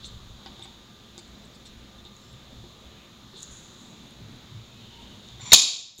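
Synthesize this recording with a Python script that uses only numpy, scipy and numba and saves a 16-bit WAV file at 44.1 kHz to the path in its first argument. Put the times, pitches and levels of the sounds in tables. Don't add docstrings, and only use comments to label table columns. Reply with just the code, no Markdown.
import sys
import numpy as np
from scipy import signal
from scipy.fft import rfft, irfft
from scipy.io import wavfile
from scipy.ndimage import uniform_filter1d
from numba import njit

SR = 44100
rng = np.random.default_rng(int(sys.argv[2]) if len(sys.argv) > 2 else 0)


def elevation(decibels):
    levels = np.asarray(decibels, float)
    return 10 ** (levels / 20)


def to_wav(sig):
    pcm = np.clip(np.atleast_2d(sig), -1, 1) * 32767
    pcm = np.round(pcm).astype(np.int16)
    wavfile.write(sys.argv[1], SR, pcm.T)


N = 264600
TIME = np.arange(N) / SR

# pitch in Hz, level in dB per Hz.
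AIR_COLOUR = [(15, -38), (25, -8), (114, -22), (229, -10), (309, -21.5), (344, -13), (489, -18.5),
              (1130, -20), (1230, -20.5), (2050, -23), (3620, -23), (4870, -28.5), (6740, -30), (8360, -43),
              (16000, -38)]
AIR_DB = -50.5
# pitch in Hz, level in dB.
MACHINE_HUMS = [(59.2, -59), (344.5, -70), (532.9, -70.5), (1200, -67.5)]

# middle in seconds, length in seconds, level in dB.
THRUMS = [(0.216, 0.56, -48), (1.4, 0.27, -59), (1.78, .18, -52), (1.992, 0.11, -48.5), (2.358, 0.095, -54),
          (2.565, 0.24, -51), (2.886, 0.082, -48.5), (3.52, 0.087, -53.5), (4.28, 0.27, -59.5),
          (5.03, 0.11, -50.5), (5.327, .1, -57)]
# middle in seconds, length in seconds, level in dB.
TABLE_JOLTS = [(.18, 0.51, -55.5), (.56, 0.27, -62), (2.33, 0.13, -52), (2.62, .12, -53), (4.28, 0.19, -46),
               (4.56, 0.17, -45), (4.8, 0.34, -57.5), (5.14, .14, -54), (5.42, 0.23, -49)]
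# middle in seconds, length in seconds, level in dB.
BOX_JOLTS = [(.1, 0.14, -60.5), (.5, 0.18, -55.5), (1.38, .26, -60), (1.78, 0.41, -65),
             (2.53, 0.082, -55.5), (3.9, 0.32, -56.5), (4.05, 0.063, -51.5), (4.3, 0.48, -58),
             (4.82, 0.21, -59), (5.13, 0.31, -55)]
RESTING_DB = (-60.5, -59, -56)

# pitch in Hz, level in dB per Hz.
ECHO_COLOUR = [(100, -26.5), (250, -22.5), (700, -29.5), (1850, -27), (2200, -20), (3000, -12),
               (3750, -4.5), (4600, -9), (5300, -11), (6900, -5), (7500, -10.5), (8000, -23),
               (10000, -25.5), (11500, -32.5), (16000, -38)]
# pitch in Hz, time to fade by 60 dB in seconds.
ECHO_T60 = [(100, 0.51), (500, 0.6), (1400, 0.51), (3000, 0.59), (6000, 0.57), (9000, 0.43), (11500, 0.35),
            (15000, 0.34)]
# pitch in Hz, width in Hz, level in dB.
LATCH_PLATE = [(720, 89, 8), (1096, 94, 9), (2460, 150, 4), (3790, 300, 1.5), (4470, 120, 7),
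               (5110, 120, 6), (3290, 110, -3), (7390, 70, 3), (6900, 490, -3), (9550, 300, 4.5),
               (10250, 300, 6), (12650, 400, 6), (14900, 300, 3)]

# time in seconds, pressure in dB.
PALM_PRESSURE = [(0., 4.5), (.2, -0.5), (.62, 3), (.9, -2), (1.3, -0.5), (2.05, -3), (2.66, 0.5), (3.1, -2),
                 (3.5, 1.5), (4., 0), (4.56, 0), (5.3, 3.5), (5.4, 3.5)]
COARSE_DB, FINE_DB = -57, -68
FINE_SLOPE = 0.62
GRAIN_DB = 1.6
# start in seconds, rise in seconds, level in dB, fade by 60 dB in seconds.
SLEEVE_SWIPES = [
    (3.34, .08, -58, 2.2),
    (3.505, .008, -54, .6),
]
# start in seconds, length in seconds, level in dB, pitch in Hz.
SLIPS = [(.028, 0.046, -44, 3810), (.048, .04, -51, 7300), (.036, 0.035, -53, 6400),
         (.46, 0.027, -52, 4200), (.618, .045, -55, 7600), (.64, .014, -52.5, 3600),
         (1.178, 0.029, -53, 7400), (1.18, .022, -50, 4700), (1.447, .015, -61, 7700),
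         (1.54, .035, -65, 7600), (1.535, .035, -58, 4570), (1.652, 0.035, -57.5, 7500),
         (1.652, .035, -52.5, 4020), (1.655, .035, -59, 5600), (1.178, 0.026, -61, 2300),
         (2.045, 0.038, -51.5, 3720), (3.338, .08, -49, 3780), (3.415, .032, -47, 7000),
         (3.365, .05, -57, 7300), (3.42, 0.014, -59, 9350), (3.36, .16, -57, 4000), (.05, .06, -56, 3800),
         (.6, .09, -59.5, 2300), (.462, .03, -58, 2200), (5.957, 0.014, -60, 11700),
         (5.981, .019, -44, 7100), (5.979, 0.022, -45, 11800), (5.982, 0.016, -44, 3880)]
# start in seconds, length in seconds, level in dB, pitch in Hz.
SLIDES = [(.6, .3, -65, 920), (2.1, .33, -72, 7160), (2.95, 0.17, -64, 2440), (3.33, .062, -53.5, 418),
          (3.72, .3, -63, 7000), (4.7, 0.64, -57.5, 3020), (4.85, 0.41, -65, 950)]
# start in seconds, length in seconds, level in dB, pitch in Hz.
SQUEAKS = [(.628, .022, -54, 8000), (1.98, .035, -54, 3550), (2.17, .25, -68, 7300), (2.17, .2, -68, 5300),
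           (5.98, .02, -40, 7100), (4.66, .2, -62, 2550), (4.88, .3, -64, 930)]
SLIP_WIDTH, SLIDE_WIDTH, SQUEAK_WIDTH = .24, 0.16, .04
# time in seconds, peak in dB, pitch in Hz, ring of the microphone port in dB.
TICKS = [(.0453, -40.5, 4270, 10.5), (.4612, -33, 4770, -4), (.4652, -40, 3470, -5), (.4680, -43, 2980, -6),
         (.5942, -44, 8800, 4), (.5945, -48, 5200, -11), (.6198, -41, 3600, -11), (.6242, -33, 3600, -16),
         (.6570, -44, 4630, -6), (1.1790, -29.5, 6900, -5.5), (1.1792, -36, 4730, -10),
         (1.2776, -45, 7500, -4), (1.6548, -42, 8000, 0), (2.0515, -45.5, 7500, 6.5),
         (2.1662, -38, 6700, -21), (2.2146, -48, 7000, -8), (2.3300, -45, 9300, -13),
         (3.3418, -46, 3600, -2), (3.4062, -33, 7140, -12), (3.4228, -39, 9700, -10),
         (3.4300, -21.5, 6850, -30), (4.1090, -41, 9000, -24), (4.3228, -48, 9000, -6),
         (4.3600, -52, 9000, -12), (5.0220, -44, 6800, -10), (5.2870, -38.5, 6540, -1),
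         (5.9797, -22, 7060, -13), (5.9850, -21, 6860, -10), (5.9930, -19, 6700, -8)]
SNAP_T60_S, SNAP_FALL = 0.0053, 2
# time in seconds, level in dB, brightness in dB per octave.
KNOCKS = [(.461, -37, 2.5), (0.595, -42, -1), (.655, -41, -1), (1.179, -42, -3.5), (2.052, -46, -6),
          (2.64, -46.5, -12), (3.343, -47.5, -6), (5.399, -44.5, 6), (5.990, -38, -13)]
# pitch in Hz, level in dB, fade by 60 dB in seconds.
PANEL = [(231, -2, 0.027), (354, 4.5, 0.2), (408, 1.5, 0.054), (783, 7.5, 0.09), (911, -0.5, 0.22),
         (1087, 1, .06), (1490, -0.5, 0.068), (1950, -3, 0.066)]

# time in seconds, level in dB.
DRAG = [(5.399, -58.5), (5.410, -46), (5.440, -43.5), (5.450, -48.5), (5.458, -38.5), (5.490, -40),
        (5.512, -37), (5.516, -34)]
# pitch in Hz, width in Hz, level in dB.
BOLT_SLEEVE = [(1000, 200, -9.5), (2300, 680, -6), (3600, 370, -0.5), (4250, 200, -9), (5760, 200, -7.5),
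               (6300, 290, -10), (7160, 190, -0.5)]
# pitch in Hz, level in dB, fade by 60 dB in seconds.
NOSE = [(2120, -4, 0.016), (2690, -8, 0.015), (3760, -2, 0.082), (4300, -5, 0.053), (5430, -4, 0.016),
        (7100, -10.5, 0.02), (9690, -18, 0.011)]
TOUCH_S, CAUGHT_S, SLAM_S = 5.5187, 5.5303, 5.5313
TOUCH_DB = 1.5
# delay in seconds, level in dB, fade by 60 dB in seconds.
BLOWS = [(0., 8, 0.026), (.0035, 12.5, 0.027), (.0070, 7, 0.01), (0.0104, 3, 0.016), (0.0154, 7, .009),
         (.0186, 3.5, .009)]
# pitch in Hz, level in dB, fade by 60 dB in seconds.
BOLT_RING = [(2380, -6, 0.44), (3440, -18, 5.0), (3560, -11, 0.19), (4070, -36, 5.0), (3730, -11, 0.57),
             (4566, 2, 0.14), (4740, -5, 2.1), (5176, -6.5, 0.32), (5900, -2.5, 0.22), (5660, -2.5, 0.24),
             (6300, -8.5, 0.16), (6400, -10.5, 0.2), (6750, 13, 0.33), (7060, -7, 0.31), (7359, -13, 0.14),
             (8060, -38, 0.22), (9300, -23.5, 0.22), (10400, -25, 0.19), (12800, -38.5, 0.41),
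             (15800, -25.5, 0.16)]
# pitch in Hz, level in dB, fade by 60 dB in seconds.
BOX_THUD = [(185, -12.5, 0.055), (195, 9, 0.04), (270, 4, .03), (513, -8.5, 0.035),
            (699, 15.0, 0.033), (937, 11.5, .05), (1446, 17, 0.01), (1800, 18, .012)]

TOP_HZ, CLIP = 15750, .82


def level(x, db):
    return x * elevation(db) / np.sqrt(np.mean(x ** 2))


def band(x, hz, width_hz):
    return signal.lfilter(*signal.iirpeak(hz, max(hz / width_hz, .3), fs=SR), x)


def along(table, hz):
    f, value = np.transpose(table)
    return np.interp(np.log(hz), np.log(f), value)


def slices(table, size):
    f = np.fft.rfftfreq(size, 1 / SR) + 1e-3
    shaped = rfft(rng.standard_normal(size)) * elevation(along(table, f))
    parts = []
    for centre in 25 * 2 ** np.arange(0, 10, .5):
        share = np.clip(1 - 2 * abs(np.log2(f / centre)), 0, 1)
        parts.append((centre, irfft(shaped * share, size)))
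    return parts


def walk(rate):
    k = int(SR / rate)
    held = np.repeat(rng.standard_normal(N // k + 1), k)
    return uniform_filter1d(uniform_filter1d(held, k), k)[:N]


def ring(modes, tilt_db=0., longest=1.):
    t = TIME[:SR // 2]
    out = 0
    for hz, db, t60 in modes:
        fade = elevation(-60 * t / min(t60, longest))
        out = out + elevation(db + tilt_db * np.log2(hz / 600)) * np.sin(2 * np.pi * hz * t) * fade
    return out


def add(out, s, sound):
    i = int(s * SR)
    out[i:i + len(sound)] += sound[:N - i]


def grit(spread_db):
    return level(rng.standard_normal(N) * elevation(spread_db * rng.exponential(size=N)), 0)


def port(x):
    return signal.sosfilt(signal.butter(8, 7900, fs=SR, output="sos"), x) + elevation(-24) * x


def air():
    bed = 0
    for hz, part in slices(AIR_COLOUR, N):
        if hz > 250:
            bed = bed + elevation(2.3 * min(1, 3000 / hz) * walk(5.92)) * part
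    hums = 0
    for hz, db in MACHINE_HUMS[1:]:
        waver = elevation(db + 1.5 + 3 * walk(6.02))
        hums = hums + waver * np.sin(2 * np.pi * hz * TIME + 1.2 * walk(5))
    running = np.clip((4.8 - TIME) / 1.3, .3, 1)
    return level(bed, AIR_DB - 5.5) + running * hums


def rumble():
    shake = rng.standard_normal((3, N))
    deep = band(band(shake[0], 57.7, 11.6), 59, 30) + elevation(-5.5) * band(shake[0], 32, 18)
    table = band(band(shake[1], 114.7, 36), 112.7, 62)
    box = elevation(-9.0) * band(shake[2], 173.5, 37.5) + band(shake[2], 209.0, 37)
    out = 0
    for body, rest_db, jolts in zip((deep, table, box), RESTING_DB, (THRUMS, TABLE_JOLTS, BOX_JOLTS)):
        swell = sum(elevation(db) * np.exp(-(2.76 * (TIME - s) / length) ** 2) for s, length, db in jolts)
        out = out + level(body, 0) * (elevation(rest_db) + swell)
    return out


def room(x, wet_db):
    t = TIME[:SR]
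    tail = sum(part * elevation(-60 * t / along(ECHO_T60, hz)) for hz, part in slices(ECHO_COLOUR, SR))
    lumps = elevation(2.4 * walk(400)[:SR] * np.exp(-t / 0.17))
    tail = tail * lumps * np.clip(t / 0.0033, 0, 1) / np.sqrt(np.sum(tail ** 2))
    return elevation(wet_db) * signal.fftconvolve(x, tail)[:N]


def palms_and_sleeve(cloth):
    pressure_db = np.interp(TIME, *np.transpose(PALM_PRESSURE))
    coarse = band(band(grit(GRAIN_DB), 3650, 1100), 3650, 1100)
    fine = port(band(band(cloth, 6770, 1300), 6720, 1300))
    fine += elevation(-14.5) * band(band(cloth, 9500, 1000), 9500, 1000)
    swipe = 0
    for s, rise, db, t60 in SLEEVE_SWIPES:
        fade = elevation(db - 60 * np.maximum(TIME - s, 0) / t60)
        swipe = swipe + fade * np.clip((TIME - s) / rise, 0, 1)
    fine_gain = elevation(FINE_DB + FINE_SLOPE * pressure_db) + swipe
    return level(coarse, COARSE_DB) * elevation(pressure_db) + level(fine, 0) * fine_gain


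def scrapes(cloth):
    out = np.zeros(N)
    for rows, width in ((SLIPS, SLIP_WIDTH), (SLIDES, SLIDE_WIDTH), (SQUEAKS, SQUEAK_WIDTH)):
        for s, length, db, hz in rows:
            size = int(length * SR)
            grains = cloth[int(s * SR / 2):][:size]
            scrape = band(band(grains, hz, width * hz), hz, width * hz)
            swell = np.hanning(size) ** .5 * elevation(-4 * np.linspace(-1, 1, size))
            add(out, s, level(scrape, db) * swell)
    return out


def nail_ticks():
    out = np.zeros(N)
    for s, db, hz, port_db in TICKS:
        t60 = SNAP_T60_S * (7000 / hz) ** SNAP_FALL
        snap = ring([(hz, 0, t60), (1.39 * hz, -13, t60 / 2),
                     (min(2 * hz, 15000), -20, t60 / 3), (3650, port_db, .015)])
        add(out, s, elevation(db) * snap * np.clip(TIME[:len(snap)] / 0.00026, 0, 1))
    return out


def key_knocks():
    out = np.zeros(N)
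    for s, db, tilt_db in KNOCKS:
        add(out, s, elevation(db - 13.5) * ring(PANEL, tilt_db))
    return out


def hands():
    cloth = grit(GRAIN_DB)
    return palms_and_sleeve(cloth) + scrapes(cloth) + nail_ticks() + key_knocks()


def bolt_drag(rub):
    s, db = np.transpose(DRAG)
    drag = port(sum(elevation(d - 10 * np.log10(w)) * band(band(rub, hz, 2 * w), hz, w)
                    for hz, w, d in BOLT_SLEEVE))
    loudness = elevation(np.interp(TIME, s, db, left=-120, right=-120))
    return level(drag, 0) * uniform_filter1d(loudness, size=130)


def bolt_touch(rub):
    out = np.zeros(N)
    t = TIME[:int((CAUGHT_S - TOUCH_S) * SR)]
    grip = np.clip(t / 0.0028, 0, 1) * np.clip((t[-1] - t) / 0.0018, 0, 1)
    nose = ring(NOSE)[:len(t)] + elevation(-15) * port(rub[:len(t)])
    add(out, TOUCH_S, elevation(TOUCH_DB - 3) * grip * nose)
    return out


def bolt_slam():
    blows, t = np.zeros(N), TIME[:SR // 10]
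    cracks = rng.standard_normal((len(BLOWS), len(t)))
    for (delay, db, t60), crack in zip(BLOWS, cracks):
        add(blows, SLAM_S + delay, elevation(db - 60 * t / t60) * crack)
    out = elevation(14) * band(band(blows, 3290, 2000), 3990, 900)
    out += elevation(15.0) * band(band(blows, 6140, 1200), 6900, 1150)
    hard = np.exp(-np.clip(TIME - SLAM_S, 0, 1) / 0.023)
    out += hard * (elevation(-9.5) * blows + elevation(-6.0) * band(blows, 13000, 3400))
    add(out, SLAM_S, elevation(-34.5) * ring(BOLT_RING, longest=0.25))
    add(out, SLAM_S, elevation(-19) * ring(BOX_THUD))
    return out


def bolt():
    rub = grit(0.71)
    return bolt_drag(rub) + bolt_touch(rub) + bolt_slam()


def scene():
    near, blow = hands(), np.zeros(N)
    blow[int(SLAM_S * SR)] = elevation(32.0)
    blow = blow + sum(elevation(db) * band(blow, hz, width_hz) for hz, width_hz, db in LATCH_PLATE)
    echo = room(elevation(-13) * near + blow, 0)
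    return (air() + rumble() + near + bolt() + echo)[None]


@njit
def follow(x, attack, release):
    e, y = 1e-4, np.empty(len(x))
    for i in range(len(x)):
        e += (abs(x[i]) - e) * (attack if abs(x[i]) > e else release)
        y[i] = e
    return y


def band_limit(x):
    return signal.sosfilt(signal.butter(12, 15830, fs=SR, output="sos"), x)


def record(dry):
    seen = follow(dry[0], 1 / (0.024 * SR), 1 / (1.5 * SR))
    gain = np.minimum(elevation(-17.5) / seen, 1) ** 0.71
    clipped = np.clip(dry * gain, -CLIP, CLIP)
    low_pass = signal.ellip(8, .2, 60, TOP_HZ, fs=SR, output="sos")
    mix = signal.sosfilt(low_pass, clipped)
    return band_limit(mix)


dry = scene()
out = record(dry)
to_wav(out)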